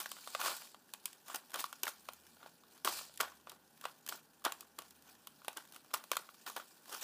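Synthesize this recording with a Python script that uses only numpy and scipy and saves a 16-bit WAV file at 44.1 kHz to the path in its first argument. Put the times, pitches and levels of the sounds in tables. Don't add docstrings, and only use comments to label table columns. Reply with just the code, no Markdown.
import sys
import numpy as np
from scipy import signal
from scipy.fft import rfft, irfft, next_fast_len
from scipy.io import wavfile
from scipy.ndimage import uniform_filter1d

SR = 44100
rng = np.random.default_rng(int(sys.argv[2]) if len(sys.argv) > 2 else 0)


def to_wav(s):
    ch = np.atleast_2d(s).T
    pcm = np.round(np.clip(ch, -1, 1) * 32767)
    wavfile.write(sys.argv[1], SR, pcm.astype(np.int16))


N = 310023

# f/Hz, relative level/dB
HISS_COLOUR = [(13, -48), (22, -17), (70, -16), (220, 6.5), (438, 0), (717, -4), (801, 2), (1210, -11),
               (1460, -1), (2150, -16), (3160, -12.5), (4040, -21), (13500, -14.5), (15500, -13.5)]
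HISS_DB = -69.5
# t/s, f/Hz, level/dB
DRONE_GLIDE = [(1.7, 76.5, -100), (2.18, 81.2, -80.5), (2.69, 84.6, -96), (2.9, 80.05, -85),
               (3.07, 76.8, -91), (3.26, 76.6, -80.5), (3.68, 76, -91), (3.83, 75.2, -104),
               (4.1, 78.2, -97), (4.93, 77.2, -83), (5.4, 73, -94), (5.9, 69.2, -93)]
# multiple of its pitch, relative level/dB
DRONE_OVERTONES = [(1.5, -10.5), (2, 1.5), (3, -6.5)]
OVERTONES_DB, WAVER_DB = -87.5, 4
# f/Hz, fall time/s
ROOM_FADE = [(300, 0.16), (1500, 0.22), (5000, 0.16), (12000, 0.14)]
# start t/s, rise/s, hold/s, 60 dB fall time/s, level/dB
BLADE_STROKES = [(0.092, 0.011, 0.0092, 0.47, -53.5), (0.194, 0.16, 0.069, 0.37, -55),
                 (0.434, 0.007, .02, 0.74, -48), (2.886, .006, 0.082, 0.45, -49)]
# f/Hz, width/Hz, relative level/dB
BLADE_BANDS = [(4600, 800, 0), (7400, 1300, -4)]
# t/s, rustle level/dB
HANDLING_LEVEL = [(0, -44.5), (.12, -57.5), (.33, -50), (.66, -56), (.76, -72.5), (1.1, -59), (1.4, -71.5),
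                  (1.64, -53), (1.9, -65.5), (2.05, -60), (2.7, -68.5), (3.13, -68), (3.29, -59.5),
                  (3.52, -73), (3.82, -63), (4.2, -68.5), (4.74, -71), (4.86, -61.5), (5, -66), (5.46, -65),
                  (5.6, -61.5), (5.97, -65.5), (6.2, -60), (6.5, -62), (7.03, -62)]
HANDLING_PANEL_DB = -13.5
# start t/s, rise/s, hold/s, 60 dB fall time/s, rustle level/dB, panel level/dB
SHORT_RASPS = [(0, 0.00036, 0.003, 0.08, -35.5, -50), (0.384, .015, .012, 0.16, -43, -41.5),
               (0.418, 0.029, 0.053, .3, -39, -45.5), (1.245, 0.054, 0.0096, 0.35, -48, -53),
               (1.341, 0.0036, .0063, .12, -43.5, -48.5), (1.532, 0.0026, 0.034, 0.16, -51, -50),
               (1.582, 0.01, 0.017, 0.067, -37.5, -53), (1.832, .003, 0.0064, 0.1, -47, -50),
               (1.864, .0029, 0.018, 0.17, -43.5, -52), (2.384, 0.028, 0.067, 0.11, -66.5, -66),
               (2.659, .04, .065, 0.28, -65.5, -74), (2.846, 0.0015, 0.045, 0.12, -37, -41),
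               (2.893, 0.032, 0.075, 0.26, -44.5, -58.5), (3.202, 0.0037, 0.013, 0.22, -45.5, -40.5),
               (3.463, 0.0079, .059, 0.18, -63.5, -62.5), (3.806, 0.044, .011, .24, -58, -57),
               (4.089, 0.0029, 0.059, 0.19, -49.5, -58.5), (4.444, 0.0029, 0.019, 0.19, -45.5, -39.5),
               (4.52, 0.018, 0.1, 0.39, -67, -72), (4.783, 0.0017, 0.013, 0.16, -61, -56),
               (5.033, 0.038, .058, 0.17, -68.5, -74), (5.419, .07, 0.011, 0.14, -63, -66),
               (5.559, 0.0083, 0.008, 0.14, -55, -47.5), (5.711, 0.044, 0.017, .061, -65, -66),
               (5.934, 0.0024, 0.0034, .18, -38, -45), (6.122, 0.0011, 0.022, 0.095, -50, -66),
               (6.186, 0.0015, .0088, 0.15, -55, -63), (6.461, 0.0042, 0.014, 0.2, -42.5, -51),
               (6.56, 0.0023, 0.015, 0.18, -50.5, -48.5), (6.858, 0.033, 0.028, 0.18, -54, -60.5),
               (6.912, 0.014, 0.025, 0.27, -46.5, -56), (6.991, 0.041, .01, .1, -37, -53)]
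# f/Hz, relative level/dB
RUSTLE_COLOUR = [(1060, -68), (1800, -1), (2100, -54), (2280, -3), (3320, -4.5), (4550, -1.5), (6410, -4),
                 (14400, -6), (15500, 2)]
# f/Hz, width/Hz
OFFCUT = (388, 400)
OFFCUT_DB, OFFCUT_FOLLOWS = -56, 0.71
OFFCUT_LOSS_DB_PER_S = 157
OFFCUT_FADE = 0.69
# f/Hz, width/Hz, relative level/dB
PANEL_MODES = [(574, 180, -1), (880, 186, 4.5), (1120, 99, 6), (1430, 172, 6), (1745, 870, -3)]
# t/s, crack peak level/dB, panel f/Hz, panel thump peak level/dB
LOUD_SNAPS = [(0.002, -22.5, 950, -38.5), (0.009, -34, 1470, -44), (0.0913, -39, 1550, -66),
              (0.1162, -26, 1380, -37.5), (0.1863, -51, 1090, -49), (0.2742, -33.5, 970, -34.5),
              (0.3497, -55, 1120, -22.5), (0.414, -28, 940, -29), (0.4597, -25, 1280, -30),
              (0.4813, -48, 1120, -27.5), (0.4947, -41, 1090, -36), (0.567, -33, 1380, -55),
              (0.6194, -41, 1430, -47), (0.7452, -45.5, 960, -42.5), (0.9368, -26, 1440, -40),
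              (1.0564, -19, 1140, -48.5), (1.1301, -36, 1880, -60), (1.2823, -38, 1120, -52),
              (1.2997, -50, 1060, -37.5), (1.346, -26, 710, -32), (1.3585, -25, 550, -50),
              (1.5048, -42, 1710, -57), (1.5178, -40, 1690, -51), (1.542, -24.5, 1490, -32),
              (1.5584, -27.5, 1080, -34), (1.5942, -38, 1570, -38), (1.6052, -27, 1000, -56),
              (1.641, -30.5, 1120, -27), (1.7277, -32.5, 1430, -37), (1.833, -16, 1530, -34),
              (1.8542, -28.5, 1180, -46), (1.8684, -47, 1730, -28.5), (1.8787, -27, 1390, -31),
              (2.0874, -37.5, 1270, -32), (2.1339, -38.5, 1160, -58), (2.3687, -75, 517, -52),
              (2.429, -53.5, 980, -43), (2.461, -71, 710, -41.5), (2.7774, -44, 1370, -59),
              (2.8478, -18, 1560, -38), (2.8748, -32, 1336, -20), (2.9898, -46, 1210, -41.5),
              (3.012, -50, 1000, -40.5), (3.0522, -39, 1030, -70), (3.0957, -54, 574, -51.5),
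              (3.14, -42, 510, -66), (3.159, -44, 1920, -70), (3.1748, -31.5, 1910, -58),
              (3.2008, -31, 1290, -33), (3.2042, -21.5, 1410, -22), (3.2099, -17, 1620, -31),
              (3.2329, -50, 1040, -33), (3.32, -60, 1080, -50), (3.399, -60, 1150, -56.5),
              (3.4714, -62, 990, -38.5), (3.496, -30, 1314, -72), (3.5178, -40, 1044, -44),
              (3.776, -48, 1850, -62), (3.812, -36.5, 1520, -50), (3.8401, -45, 1130, -38),
              (3.8536, -32, 1380, -26), (3.8817, -59.5, 1510, -53), (4.0642, -29.5, 1180, -51),
              (4.076, -37, 1770, -45), (4.0885, -23.5, 1306, -44), (4.0925, -25, 1020, -45),
              (4.124, -40, 929, -32.5), (4.4414, -33.5, 1460, -48), (4.45, -16, 1120, -27),
              (4.456, -30, 1570, -27), (4.4664, -55, 1180, -25.5), (4.5215, -25.5, 1430, -35),
              (4.6077, -32, 1070, -54), (4.6276, -61, 1000, -50), (4.7878, -28, 1170, -38.5),
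              (4.8202, -38, 646, -52), (4.9075, -40.5, 1710, -72), (5.0233, -46, 1650, -73),
              (5.0978, -48, 860, -69), (5.1519, -50, 1800, -58), (5.2716, -30.5, 1330, -43.5),
              (5.4181, -56, 1045, -51.5), (5.4468, -40.5, 1046, -47), (5.4554, -46, 1350, -70),
              (5.4814, -24.5, 880, -27), (5.5299, -39.5, 1270, -54), (5.5712, -26, 1590, -45),
              (5.7226, -41.5, 1594, -55), (5.7455, -38, 514, -70), (5.762, -34.5, 1190, -48),
              (5.9073, -60, 1150, -50), (5.939, -19.5, 1400, -26), (5.9445, -21.5, 1170, -27),
              (6.0393, -35.5, 1380, -46), (6.116, -19.5, 1050, -24), (6.1322, -37, 1600, -34),
              (6.1425, -53, 1380, -50), (6.1544, -35, 1510, -43), (6.1682, -18, 1320, -25.5),
              (6.2898, -66, 1150, -42.5), (6.3433, -48, 1150, -54.5), (6.467, -46, 1340, -40),
              (6.474, -50, 1090, -41), (6.4988, -33, 1120, -40), (6.5643, -30.5, 980, -29),
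              (6.599, -50, 1120, -39), (6.895, -35.5, 1000, -45), (6.9264, -34, 945, -38.5),
              (6.9476, -37, 1200, -35.5)]
THUMP_WIDTH_HZ = 260
RING_HZ, RING_SPREAD = 3115, 0.04
RING_CRACK_DB, RING_THUMP_DB = -14.5, -9
RING_RASP_DB = -13
TICKS_PER_S, TICK_DB, TICK_SPREAD_DB, TICK_THUMP_DB = 6, 13, 2.5, -9


def gain_of(db):
    return 10 ** (np.asarray(db) / 20)


def evened(x):
    return x / np.sqrt(np.mean(x ** 2) + 1e-20)


def peaked(x):
    return x / abs(x).max()


def read(points, hz):
    f, value = np.transpose(points)
    return np.interp(np.log(hz + 1), np.log(f + 1), value)


def add(mix, s, sound):
    part = mix[round(s * SR):][:len(sound)]
    part += sound[:len(part)]


def highpass(x, order, hz):
    return signal.sosfilt(signal.butter(order, hz, "high", fs=SR, output="sos"), x)


def colour(x, spectrum):
    size = next_fast_len(len(x))
    gains = gain_of(read(spectrum, np.fft.rfftfreq(size, 1 / SR)))
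    return irfft(rfft(x, size) * gains, size)[:len(x)]


def resonate(x, hz, width):
    r = np.exp(-np.pi * width / SR)
    return 2 * signal.lfilter([1 - r], [1, -r * np.exp(2j * np.pi * hz / SR)], x).real


def envelope(rise_s, hold_s, t60):
    since = np.arange(SR // 2) / SR
    rise_s = max(rise_s, 1 / SR)
    swell = np.minimum(since / rise_s, 1) ** 2
    fading_s = np.maximum(since - rise_s - hold_s, 0)
    return swell * gain_of(-60 * fading_s / t60)


def hiss():
    return gain_of(HISS_DB) * evened(colour(rng.standard_normal(N), HISS_COLOUR))


def drone():
    s, hz, low_db = np.transpose(DRONE_GLIDE)
    t = np.arange(N) / SR
    turns = np.cumsum(np.interp(t, s, hz)) / SR
    overtones = sum(gain_of(db) * np.sin(2 * np.pi * (k * turns + rng.random()))
                    for k, db in DRONE_OVERTONES)
    smooth = uniform_filter1d(rng.standard_normal(N), size=6000)
    waver = evened(uniform_filter1d(smooth, size=6000))
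    overtones *= gain_of(WAVER_DB * waver)
    low = gain_of(np.interp(t, s, low_db)) * np.sin(2 * np.pi * turns)
    lasting = uniform_filter1d((t > s[0]) * (t < s[-1]) * 1., size=8000)
    return np.sqrt(2) * lasting * (low + gain_of(OVERTONES_DB) * overtones)


def room(x):
    taps = np.zeros(SR // 2)
    at = np.arange(200, len(taps) - 20, 20)
    taps[at + rng.integers(0, 20, len(at))] = rng.choice([-1., 1.], len(at))
    hz, t, z = signal.stft(taps, SR, nperseg=256)
    fade = gain_of(-60 * t / read(ROOM_FADE, hz)[:, None])
    tail = signal.istft(z * fade, SR, nperseg=256)[1]
    return signal.fftconvolve(x, tail / np.linalg.norm(tail))[:N]


def creases(per_s, spread_db, length_s):
    strength = gain_of(spread_db * np.minimum(rng.exponential(1, N), 4))
    folds = strength * (rng.random(N) < per_s / SR)
    fall = np.exp(-np.arange(800) / SR / length_s)
    return evened(signal.oaconvolve(folds, fall)[:N] * rng.standard_normal(N))


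def strokes():
    rub = creases(2500, 2.6, 0.003)
    ring = evened(sum(gain_of(db) * resonate(rub, hz, width) for hz, width, db in BLADE_BANDS))
    level = np.zeros(N)
    for start, rise_s, hold_s, t60, db in BLADE_STROKES:
        add(level, start, gain_of(db) * envelope(rise_s, hold_s, t60))
    return level * ring


def patchy(x, patchy_db):
    z = signal.stft(x, nperseg=256)[2]
    across_pitch = uniform_filter1d(rng.standard_normal(z.shape), size=7, axis=0)
    patches = evened(uniform_filter1d(across_pitch, size=9, axis=1))
    return signal.istft(z * gain_of(patchy_db * patches), nperseg=256)[1][:N]


def panel(x):
    rung = sum((-1) ** k * gain_of(db) * resonate(x, hz, width)
               for k, (hz, width, db) in enumerate(PANEL_MODES))
    return highpass(rung, 2, 400)


def creasing():
    rustle_gain, panel_gain, offcut_gain = np.zeros((3, N))
    for start, rise_s, hold_s, t60, rustle_db, panel_db in SHORT_RASPS:
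        swell = envelope(rise_s, hold_s, t60)
        add(rustle_gain, start, gain_of(rustle_db) * swell)
        add(panel_gain, start, gain_of(panel_db) * swell)
        jolt_db = OFFCUT_DB + OFFCUT_FOLLOWS * (panel_db + 51) - OFFCUT_LOSS_DB_PER_S * rise_s
        add(offcut_gain, start, gain_of(jolt_db) * envelope(rise_s, hold_s, OFFCUT_FADE * t60))
    handling = gain_of(np.interp(np.arange(N) / SR, *np.transpose(HANDLING_LEVEL)))
    rustle = evened(patchy(colour(creases(2000, 2.0, .003), RUSTLE_COLOUR), 2.2))
    sparse = creases(1100, 2.0, .003)
    offcut = evened(highpass(resonate(resonate(sparse, *OFFCUT), *OFFCUT), 2, 190))
    edge = evened(resonate(resonate(sparse, RING_HZ, 700), RING_HZ, 1500))
    ringing = evened(panel(sparse)) + gain_of(RING_RASP_DB) * edge
    shaken = (panel_gain + gain_of(HANDLING_PANEL_DB) * handling) * ringing
    heard = (rustle_gain + handling) * rustle + shaken + offcut_gain * offcut
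    return highpass(heard, 2, 170)


def burst(noise, rise_s, t60, kick=0.82):
    t = np.arange(len(noise)) / SR
    puff = noise * (1 - np.exp(-t / rise_s)) * gain_of(-60 * t / t60)
    kick_at = np.arange(len(noise)) == round(rise_s * SR)
    return puff + kick * np.sign(noise[0]) * kick_at


def ticks():
    when, size, pitch, depth = rng.random((round(TICKS_PER_S * N / SR), 4)).T
    s = when * N / SR
    handling_db = np.interp(s, *np.transpose(HANDLING_LEVEL))
    crack_db = handling_db + TICK_DB + TICK_SPREAD_DB * np.minimum(-np.log(1 - size), 2)
    thump_db = crack_db + TICK_THUMP_DB * 2 * depth
    return list(zip(s, crack_db, 900 + 800 * pitch, thump_db))


def snaps():
    out = np.zeros(N)
    rows = LOUD_SNAPS + ticks()
    noises = rng.standard_normal((len(rows), 3, 2000))
    for (s, crack_db, panel_hz, panel_db), (crack_noise, edge_noise, push_noise) in zip(rows, noises):
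        crack = peaked(highpass(burst(crack_noise, 0.00028, 0.013, 2.7), 3, 4500))
        edge_hz = RING_HZ * np.exp(RING_SPREAD * edge_noise[-1])
        edge_push = burst(edge_noise, .0004, 0.024)
        edge = peaked(resonate(resonate(edge_push, edge_hz, 1250), edge_hz, 7500))
        edge_gain = gain_of(crack_db + RING_CRACK_DB) + gain_of(panel_db + RING_THUMP_DB)
        push = burst(push_noise, 0.00016, 0.006, 2.96)
        own_pitch = peaked(resonate(resonate(push, panel_hz, THUMP_WIDTH_HZ), panel_hz, 1150))
        thump = peaked(own_pitch + 0.82 * peaked(panel(push)))
        add(out, s, gain_of(crack_db) * crack + edge_gain * edge + gain_of(panel_db) * thump)
    return highpass(out, 2, 220)


def scene():
    background = hiss() + drone()
    cutting = strokes() + creasing()
    snapping = snaps()
    echo = gain_of(-14) * room(snapping)
    return (background + cutting + snapping + echo)[None]


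def record(dry):
    below = signal.firwin(255, 15300, window=("kaiser", 6), fs=SR)
    kept = signal.oaconvolve(dry, below[None], "same")
    heard = kept + gain_of(-37) * (dry - kept)
    band_limit = signal.firwin(511, 16500, window=("kaiser", 9), fs=SR)
    return signal.oaconvolve(heard, band_limit[None], "same")


dry = scene()
out = record(dry)
to_wav(out)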